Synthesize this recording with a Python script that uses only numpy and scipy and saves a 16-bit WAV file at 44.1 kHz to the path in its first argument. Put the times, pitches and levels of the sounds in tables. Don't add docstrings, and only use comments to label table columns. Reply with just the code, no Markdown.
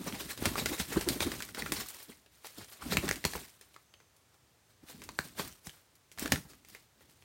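import sys
import numpy as np
from scipy import signal
from scipy.fft import rfft, irfft, next_fast_len
from scipy.io import wavfile
from scipy.ndimage import uniform_filter1d, map_coordinates

SR = 44100
rng = np.random.default_rng(int(sys.argv[2]) if len(sys.argv) > 2 else 0)


def dump_mix(stems):
    frames = np.atleast_2d(stems).T
    limited = np.clip(frames, -1, 1)
    pcm = np.round(limited * 32767).astype(np.int16)
    wavfile.write(sys.argv[1], SR, pcm)


N = 319284

# start_s, smack_db, t60_s, tilt_db_per_octave, colour_hz, colour_db, thump_db, shove_db
BLOWS = [(0.4559, -23.5, 0.059, 1, 1900, -4, -23.5, -23), (0.58, -31, .052, -1.5, 900, 5, -23.5, -47),
         (0.6586, -25.5, 0.05, 2, 1620, 6.5, -36, -52), (0.7988, -31.5, 0.083, 2, 875, 5, -29.5, -36),
         (1.0878, -23.5, 0.06, 5.5, 4300, 7.5, -43, -30), (1.205, -26, 0.037, -0.5, 3380, 3, -40, -32),
         (1.7207, -26, 0.07, 2.5, 880, 8.5, -29.5, -52), (2.9224, -29, 0.04, -2.5, 840, -3, -33, -39),
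         (2.97, -20, 0.027, 1, 2060, 7, -28.5, -27.5), (3.0898, -27, 0.03, 4, 1640, 16, -31, -36),
         (3.1118, -23, 0.0077, 1, 1940, 9.5, -43, -50), (3.2508, -22, 0.052, 2.7, 920, 11.5, -24.5, -39),
         (3.353, -34.5, 0.092, -6, 900, -1, -29.5, -48), (5.1891, -23.5, 0.011, -1, 1520, 10, -35, -52),
         (5.396, -34, 0.098, -2.5, 1900, -4, -32, -45), (5.67, -40, 0.024, 0.5, 6740, 13, -40, -60),
         (6.321, -18, 0.029, 2, 1700, 3.5, -25, -20)]
# crest_s, level_db, pitch_hz, length_s
WINGBEATS = [(0.015, -37, 261.4, 0.011), (0.077, -33.5, 178, 0.01), (0.141, -37, 215, 0.013),
             (0.425, -27, 238, 0.0031), (0.517, -31, 238, 0.0047), (0.623, -27.5, 202, 0.0049),
             (0.719, -31, 306.4, .008), (0.937, -40, 306, 0.0074), (0.973, -18.5, 295.9, 0.0054),
             (1.078, -26.5, 328, 0.0078), (1.106, -32.5, 284.7, 0.012), (1.163, -31, 264, 0.0047),
             (1.273, -26, 290, 0.011), (1.627, -39.5, 227.5, 0.013), (2.1, -42.5, 341, 0.0061),
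             (2.588, -41.5, 289.8, .007), (2.618, -50.5, 112.7, 0.018), (2.867, -35.5, 244.7, 0.01),
             (2.912, -32.5, 185, 0.014), (2.955, -27, 177, 0.0037), (3.046, -25.5, 322, .007),
             (3.069, -31.5, 165.8, .005), (3.17, -41.5, 293, .008), (4.838, -48.5, 285.5, 0.0061),
             (4.949, -45.5, 169.4, 0.0078), (5.256, -45, 205, 0.0033), (6.226, -31.5, 295, 0.0044),
             (6.257, -32, 286, 0.0056), (6.297, -40, 138, 0.0058), (6.381, -38.5, 175, 0.011),
             (6.456, -48, 133.7, 0.011)]
# frequency_hz, level_db
AIR_SPECTRUM = [(20, -34), (45, 2), (70, 2), (150, -2.5), (310, -0.5), (420, -12.5), (800, -21.5),
                (2000, -37)]


def contacts():
    # start_s, level_db, colour_hz, colour_db, t60_s
    twig_knocks = [(0.1248, -39, 2930, 15, 0.016), (0.556, -30.5, 1230, 17, 0.053),
                   (1.4037, -37, 1520, 13, .045), (1.4887, -44, 1540, 11, 0.056),
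                   (1.572, -40.5, 1460, 18, 0.027), (1.6221, -31, 1960, 14, .012),
                   (1.661, -35, 1480, 17, 0.056), (2.12, -54.5, 2140, 34, .03), (2.2617, -57, 2880, 7, .05),
                   (2.446, -43.5, 900, 13, 0.037), (3.2414, -32, 1720, 13, 0.012),
                   (3.335, -36, 1800, 11, 0.03), (3.7627, -46.5, 1210, 17.5, .03),
                   (3.9388, -52, 2970, 12, 0.04), (5.09, -39, 1030, 13, .036),
                   (5.6947, -44, 2900, 12, 0.019), (6.1858, -39.5, 1690, 9, 0.064),
                   (6.2586, -31, 1400, 8, 0.029), (6.2774, -37.5, 2000, 4, .03),
                   (6.359, -33, 1440, 8, .024), (6.5341, -54, 1160, 14, 0.049),
                   (6.7486, -44, 2240, 11, 0.079), (7.2233, -57, 2960, 9, .04)]
    # start_s, level_db, tilt_db_per_octave
    leaf_snaps = [(0.071, -46.5, 11), (0.3757, -41.5, 1), (1.0108, -32.5, 1.5), (1.318, -33, -0.5),
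                  (1.4225, -34, 2.5), (1.5475, -37.5, 1.5), (1.723, -36.5, 8.5), (1.737, -35, 9),
                  (1.886, -38.5, 10), (2.028, -46, 18), (2.4695, -43.5, 5), (2.699, -51, 23),
                  (2.982, -50, -2), (3.08, -33.5, -1), (3.158, -39, 4), (3.6116, -49, 3), (3.743, -55, 2),
                  (4.002, -58, -2), (4.165, -62, 10), (5.0188, -44.5, 0), (5.038, -45.5, 7),
                  (5.954, -59, 7), (5.388, -43, 3), (6.1162, -50.5, 3.5), (6.1227, -55.5, 8.5),
                  (6.1762, -47, -2), (6.1845, -49, 2), (6.1946, -34, 7.5), (6.6486, -53.5, 3),
                  (7.008, -60.5, -2.5), (7.097, -59.5, 4)]
    out = np.zeros(N)
    for s, db, t60, tilt, hz, colour_db, _, _ in BLOWS:
        add(out, s, amp(db) * smack(t60, tilt, hz, colour_db))
    for s, db, hz, colour_db, t60 in twig_knocks:
        add(out, s, amp(db) * smack(t60, tilt=0.17, colour_hz=hz, colour_db=colour_db))
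    for s, db, tilt in leaf_snaps:
        add(out, s, amp(db) * smack(t60=0.094, tilt=tilt, colour_hz=3770, colour_db=0))
    return out


def smack(t60, tilt, colour_hz, colour_db, snap_t60=0.0077, snap_db=5):
    # frequency_hz, level_db
    smack_spectrum = [(60, -26), (200, -8), (400, 0), (800, -5.5), (1400, -5), (2100, -3), (2900, -7.5),
                      (4500, -9.5), (9000, -15), (11000, -19.5), (16000, -21.5)]
    t = np.arange(SR // 10) / SR
    force = amp(snap_db - 60 * t / snap_t60) + amp(-60 * t / t60)
    crack = coloured(force * grit(len(t), spread_db=5.5), smack_spectrum, tilt, colour_hz, colour_db)
    return crack / crack[t < .003].std()


def shoves():
    rows = list(WINGBEATS)
    for s, *_, thump_db, shove_db in BLOWS:
        rows.append((s + 0.00536, thump_db, 194.3, 0.0042))
        rows.append((s + 0.015, shove_db, 91.8, 0.0072))
    return rows


def puffs(glide=0.0787, push_db=-2, eddy_db=-9, eddy_stretch=1.94, flutter=0.18, flutter_s=0.0042):
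    out = np.zeros(N)
    t = np.arange(-SR // 14, SR // 14) / SR
    for s, db, hz, length in shoves():
        progress = t / length
        flex = map_coordinates(rng.standard_normal(256), [(t - t[0]) / flutter_s], mode="wrap")
        cycles = np.cumsum(hz * (1 + flutter * flex - glide * np.tanh(progress))) / SR
        push = np.sin(2 * np.pi * (cycles + rng.random())) / np.cosh(2 * progress)
        life = 1 / np.cosh(2 * progress / eddy_stretch)
        swirl = coloured(rng.standard_normal(len(t)), AIR_SPECTRUM, colour_hz=hz, colour_db=6)
        eddies = unit(swirl * life) * np.sqrt(np.mean(life ** 2))
        add(out, s + t[0], amp(db) * (amp(push_db) * push + amp(eddy_db) * eddies))
    return out


def swishes(rise_s=0.013, fall_s=0.015, stroke_offset_db=-14, stroke_cap_db=-34, stroke_tilt=-4):
    # crest_s, level_db, tilt_db_per_octave
    sweeps = [(0.08, -36, 0), (0.151, -39.5, -1), (0.206, -36.5, 1.5), (0.31, -37, 2), (0.459, -32, -1.5),
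              (0.49, -41, 3), (0.589, -31.5, 1.5), (0.695, -37, 3), (0.737, -34.5, 1), (0.802, -32, 1),
              (0.932, -34.5, 0.5), (1.096, -43, -5), (1.129, -39, 2.5), (1.224, -30, 1), (1.594, -34.5, 0),
              (1.769, -38, 1.5), (1.808, -35, 2.5), (2.102, -52, 2), (2.458, -46, 1.5), (2.585, -47, 1.5),
              (2.617, -47.5, 0.5), (2.735, -51.5, 1.5), (2.825, -42.5, -1), (2.927, -30, 0.5),
              (3.037, -45.5, -2), (4.345, -66, 1), (4.705, -65, 2), (4.902, -48, 1), (5.198, -47.5, 7),
              (5.251, -49, 3.5), (5.398, -34, 1), (5.668, -47, 5), (6.228, -38, 1.5), (6.26, -43.5, -2.5),
              (6.335, -39, 1), (6.503, -52.5, 2.5)]
    # frequency_hz, level_db
    feather_spectrum = [(150, -8.5), (400, 3), (800, -1.5), (1900, -3), (2800, -7.5), (3800, -5),
                        (6500, -10.5), (9300, -11), (10800, -16), (12500, -13.5), (16000, -14.5)]
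    strokes = [(s, min(db + stroke_offset_db, stroke_cap_db), stroke_tilt) for s, db, _, _ in WINGBEATS]
    out = np.zeros(N)
    t = np.arange(-SR // 20, SR // 7) / SR
    speed = np.exp(np.where(t < 0, t / rise_s, -t / fall_s))
    for s, db, tilt in sweeps + strokes:
        rasp = unit(coloured(grit(len(t), spread_db=1.5), feather_spectrum, tilt))
        add(out, s + t[0], amp(db) * speed * rasp)
    return patchy(out, depth_db=3.5)


def scuffle(crackle_db=-2, slide_db=-6, tick_db=-8, litter_trim_db=-1.5, air_trim_db=-2):
    # frequency_hz, level_db
    litter_spectrum = [(150, -22), (400, 0.5), (800, 0.5), (1900, 1), (2800, 0), (4200, 1.5), (7000, -1),
                       (9500, 3), (10700, -4), (12500, 2), (16000, 1.5)]
    litter_db, air_db = stirring()
    clicks = crackle(per_second=2600, centre_hz=3690, spread_octaves=1.7, cycles=0.68, size_db=0.5)
    ticks = crackle(per_second=300, centre_hz=4700, spread_octaves=1.71, cycles=1.2, size_db=3.5)
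    crunch = amp(crackle_db) * clicks + amp(slide_db) * rng.standard_normal(N) + amp(tick_db) * ticks
    leaves = unit(patchy(coloured(crunch, litter_spectrum), depth_db=2.0))
    churn = unit(coloured(rng.standard_normal(N), AIR_SPECTRUM))
    clumps_db, flutter_db = 2.0 * wobble(70), 2.1 * wobble(45)
    leaves *= amp(litter_db + litter_trim_db + clumps_db)
    churn *= amp(air_db + air_trim_db + flutter_db)
    return leaves + churn


def stirring(idle_db=-82, build_db_per_s=338, litter_fall_db_per_s=135, air_fall_db_per_s=170):
    # start_s, end_s, litter_db, air_db
    flurries = [(0.0, 0.26, -50, -50), (0.24, 0.3, -46.5, -53), (0.397, 0.73, -44.5, -45),
                (0.80, 0.814, -42, -52), (0.88, 1.02, -44, -46.5), (1.1, 1.147, -41, -42),
                (1.234, 1.358, -43, -43.5), (1.445, 1.506, -52, -54.5), (1.593, 1.784, -48, -46.5),
                (1.85, 1.992, -47.5, -68), (2.10, 2.145, -60.5, -64), (2.34, 2.38, -63.5, -80),
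                (2.457, 2.755, -56, -72), (2.854, 3.145, -46, -47.5), (3.255, 3.409, -45.5, -54),
                (3.596, 3.805, -66.5, -80), (4.894, 4.903, -53, -70), (4.946, 5.144, -58.5, -56.5),
                (5.19, 5.287, -55, -56), (5.39, 5.464, -47.5, -50.5), (5.665, 5.754, -58, -74),
                (6.21, 6.294, -47.5, -49.5), (6.512, 6.555, -63, -59.5), (6.69, 6.767, -58, -66),
                (6.99, 7.23, -68.5, -69)]
    t = np.arange(N) / SR
    litter_db, air_db = idle_db, -np.inf
    for start, end, litter, air in flurries:
        build_db = build_db_per_s * np.minimum(t - start, 0)
        after_s = np.maximum(t - end, 0)
        litter_db = np.maximum(litter_db, litter + build_db - litter_fall_db_per_s * after_s)
        air_db = np.maximum(air_db, air + build_db - air_fall_db_per_s * after_s)
    return litter_db, air_db


def crackle(per_second, centre_hz, spread_octaves, cycles, size_db):
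    count = int(per_second * N / SR)
    when, pitch, size = rng.random((count, 3)).T
    hz = np.clip(centre_hz * 2 ** (spread_octaves * (2 * pitch - 1)), 300, 15500)[:, None]
    age = np.arange(SR // 300)
    phase = hz * age / SR
    strength = amp(size_db * np.minimum(-np.log(1 - size), 4.5))[:, None]
    grains = strength * np.sin(2 * np.pi * phase) * np.exp(-phase / cycles) * hz / centre_hz
    positions = (when * N).astype(int)[:, None] + age
    return unit(np.bincount(positions.ravel(), grains.ravel(), N)[:N])


def thicket(x, build_s=0.0043, near_db=5, near_t60=0.17):
    # frequency_hz, t60_s
    ring_times = [(100, 0.44), (500, 0.06), (2000, 0.21), (6000, 0.33), (15000, 0.44)]
    hz, t, noise = signal.stft(rng.standard_normal(SR), SR, nperseg=256)
    far = amp(-60 * t / along(ring_times, hz)[:, None])
    near = amp(near_db - 60 * t / near_t60)
    onset = 1 - np.exp(-t / build_s)
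    tail = signal.istft(noise * (far + near) * onset, SR, nperseg=256)[1]
    return signal.fftconvolve(x, tail / np.linalg.norm(tail))[:N]


def forest(hush_db=-68.0, chirp_hz=6250, waver_hz=120):
    # frequency_hz, level_db
    hush_spectrum = [(20, -33), (35, -25), (60, 6), (120, 5), (200, -3), (320, -3.5), (1400, -8),
                     (2800, -11), (7000, -13), (9500, -15), (10700, -19), (16000, -18.5)]
    # crest_s, length_s, level_db
    chirps = [(3.97, 0.24, -73), (4.728, .26, -81)]
    t = np.arange(N) / SR
    hush = amp(hush_db + 0.13 * wobble(3)) * unit(coloured(rng.standard_normal(N), hush_spectrum))
    swell = sum(amp(db) * np.exp(-(2 * (t - s) / length) ** 2) for s, length, db in chirps)
    pitch_hz = chirp_hz + waver_hz * wobble(260)
    return hush + swell * np.sin(2 * np.pi * np.cumsum(pitch_hz) / SR)


def patchy(x, depth_db):
    spectra = signal.stft(x, nperseg=256)[2]
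    patches = uniform_filter1d(rng.standard_normal(spectra.shape), size=4, axis=0)
    patches = uniform_filter1d(patches, size=4, axis=1)
    gains = unit(amp(depth_db * unit(patches)))
    return signal.istft(spectra * gains, nperseg=256)[1][:len(x)]


def coloured(x, spectrum, tilt=0, colour_hz=1000, colour_db=0, width_octaves=0.26):
    size = 2 * next_fast_len(len(x))
    hz = np.fft.rfftfreq(size, 1 / SR)
    octaves = np.log2(np.clip(hz, 900, 11000) / 900)
    bell_db = colour_db / (1 + (np.log2((hz + 1) / colour_hz) / width_octaves) ** 2)
    gain = amp(along(spectrum, hz) + tilt * octaves + bell_db)
    cepstrum = irfft(np.log(gain))
    cepstrum[1:size // 2] *= 2
    cepstrum[size // 2 + 1:] = 0
    return irfft(rfft(x, size) * np.exp(rfft(cepstrum)))[:len(x)]


def grit(count, spread_db):
    return rng.standard_normal(count) * amp(spread_db * np.clip(rng.standard_normal(count), -2, 2))


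def wobble(rate):
    knots = rng.standard_normal(int(N * rate / SR) + 4)
    return map_coordinates(knots, [np.arange(N) * rate / SR])


def along(points, hz):
    frequencies, values = np.transpose(points)
    return np.interp(np.log(hz + 1), np.log(frequencies + 1), values)


def amp(db):
    return 10 ** (np.asarray(db) / 20)


def unit(x):
    return x / np.sqrt(np.mean(x ** 2) + 1e-20)


def add(track, s, sound):
    start = round(s * SR)
    part = sound[max(-start, 0):max(N - start, 0)]
    track[max(start, 0):][:len(part)] += part


def scene():
    hits_and_swishes = contacts() + swishes()
    air = puffs()
    echo = amp(-9.0) * thicket(hits_and_swishes + amp(-4.0) * air)
    return (hits_and_swishes + air + scuffle() + echo + forest())[None]


def record(dry, low_cut_hz=40, top_hz=16050):
    size = next_fast_len(N + SR // 4)
    low_cut = signal.butter(2, low_cut_hz, "high", fs=SR, output="sos")
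    thinned = signal.sosfilt(low_cut, dry)
    passband = np.fft.rfftfreq(size, 1 / SR) < top_hz
    return irfft(rfft(thinned, size) * passband, size)[:, :N]


dry = scene()
out = record(dry)
dump_mix(out)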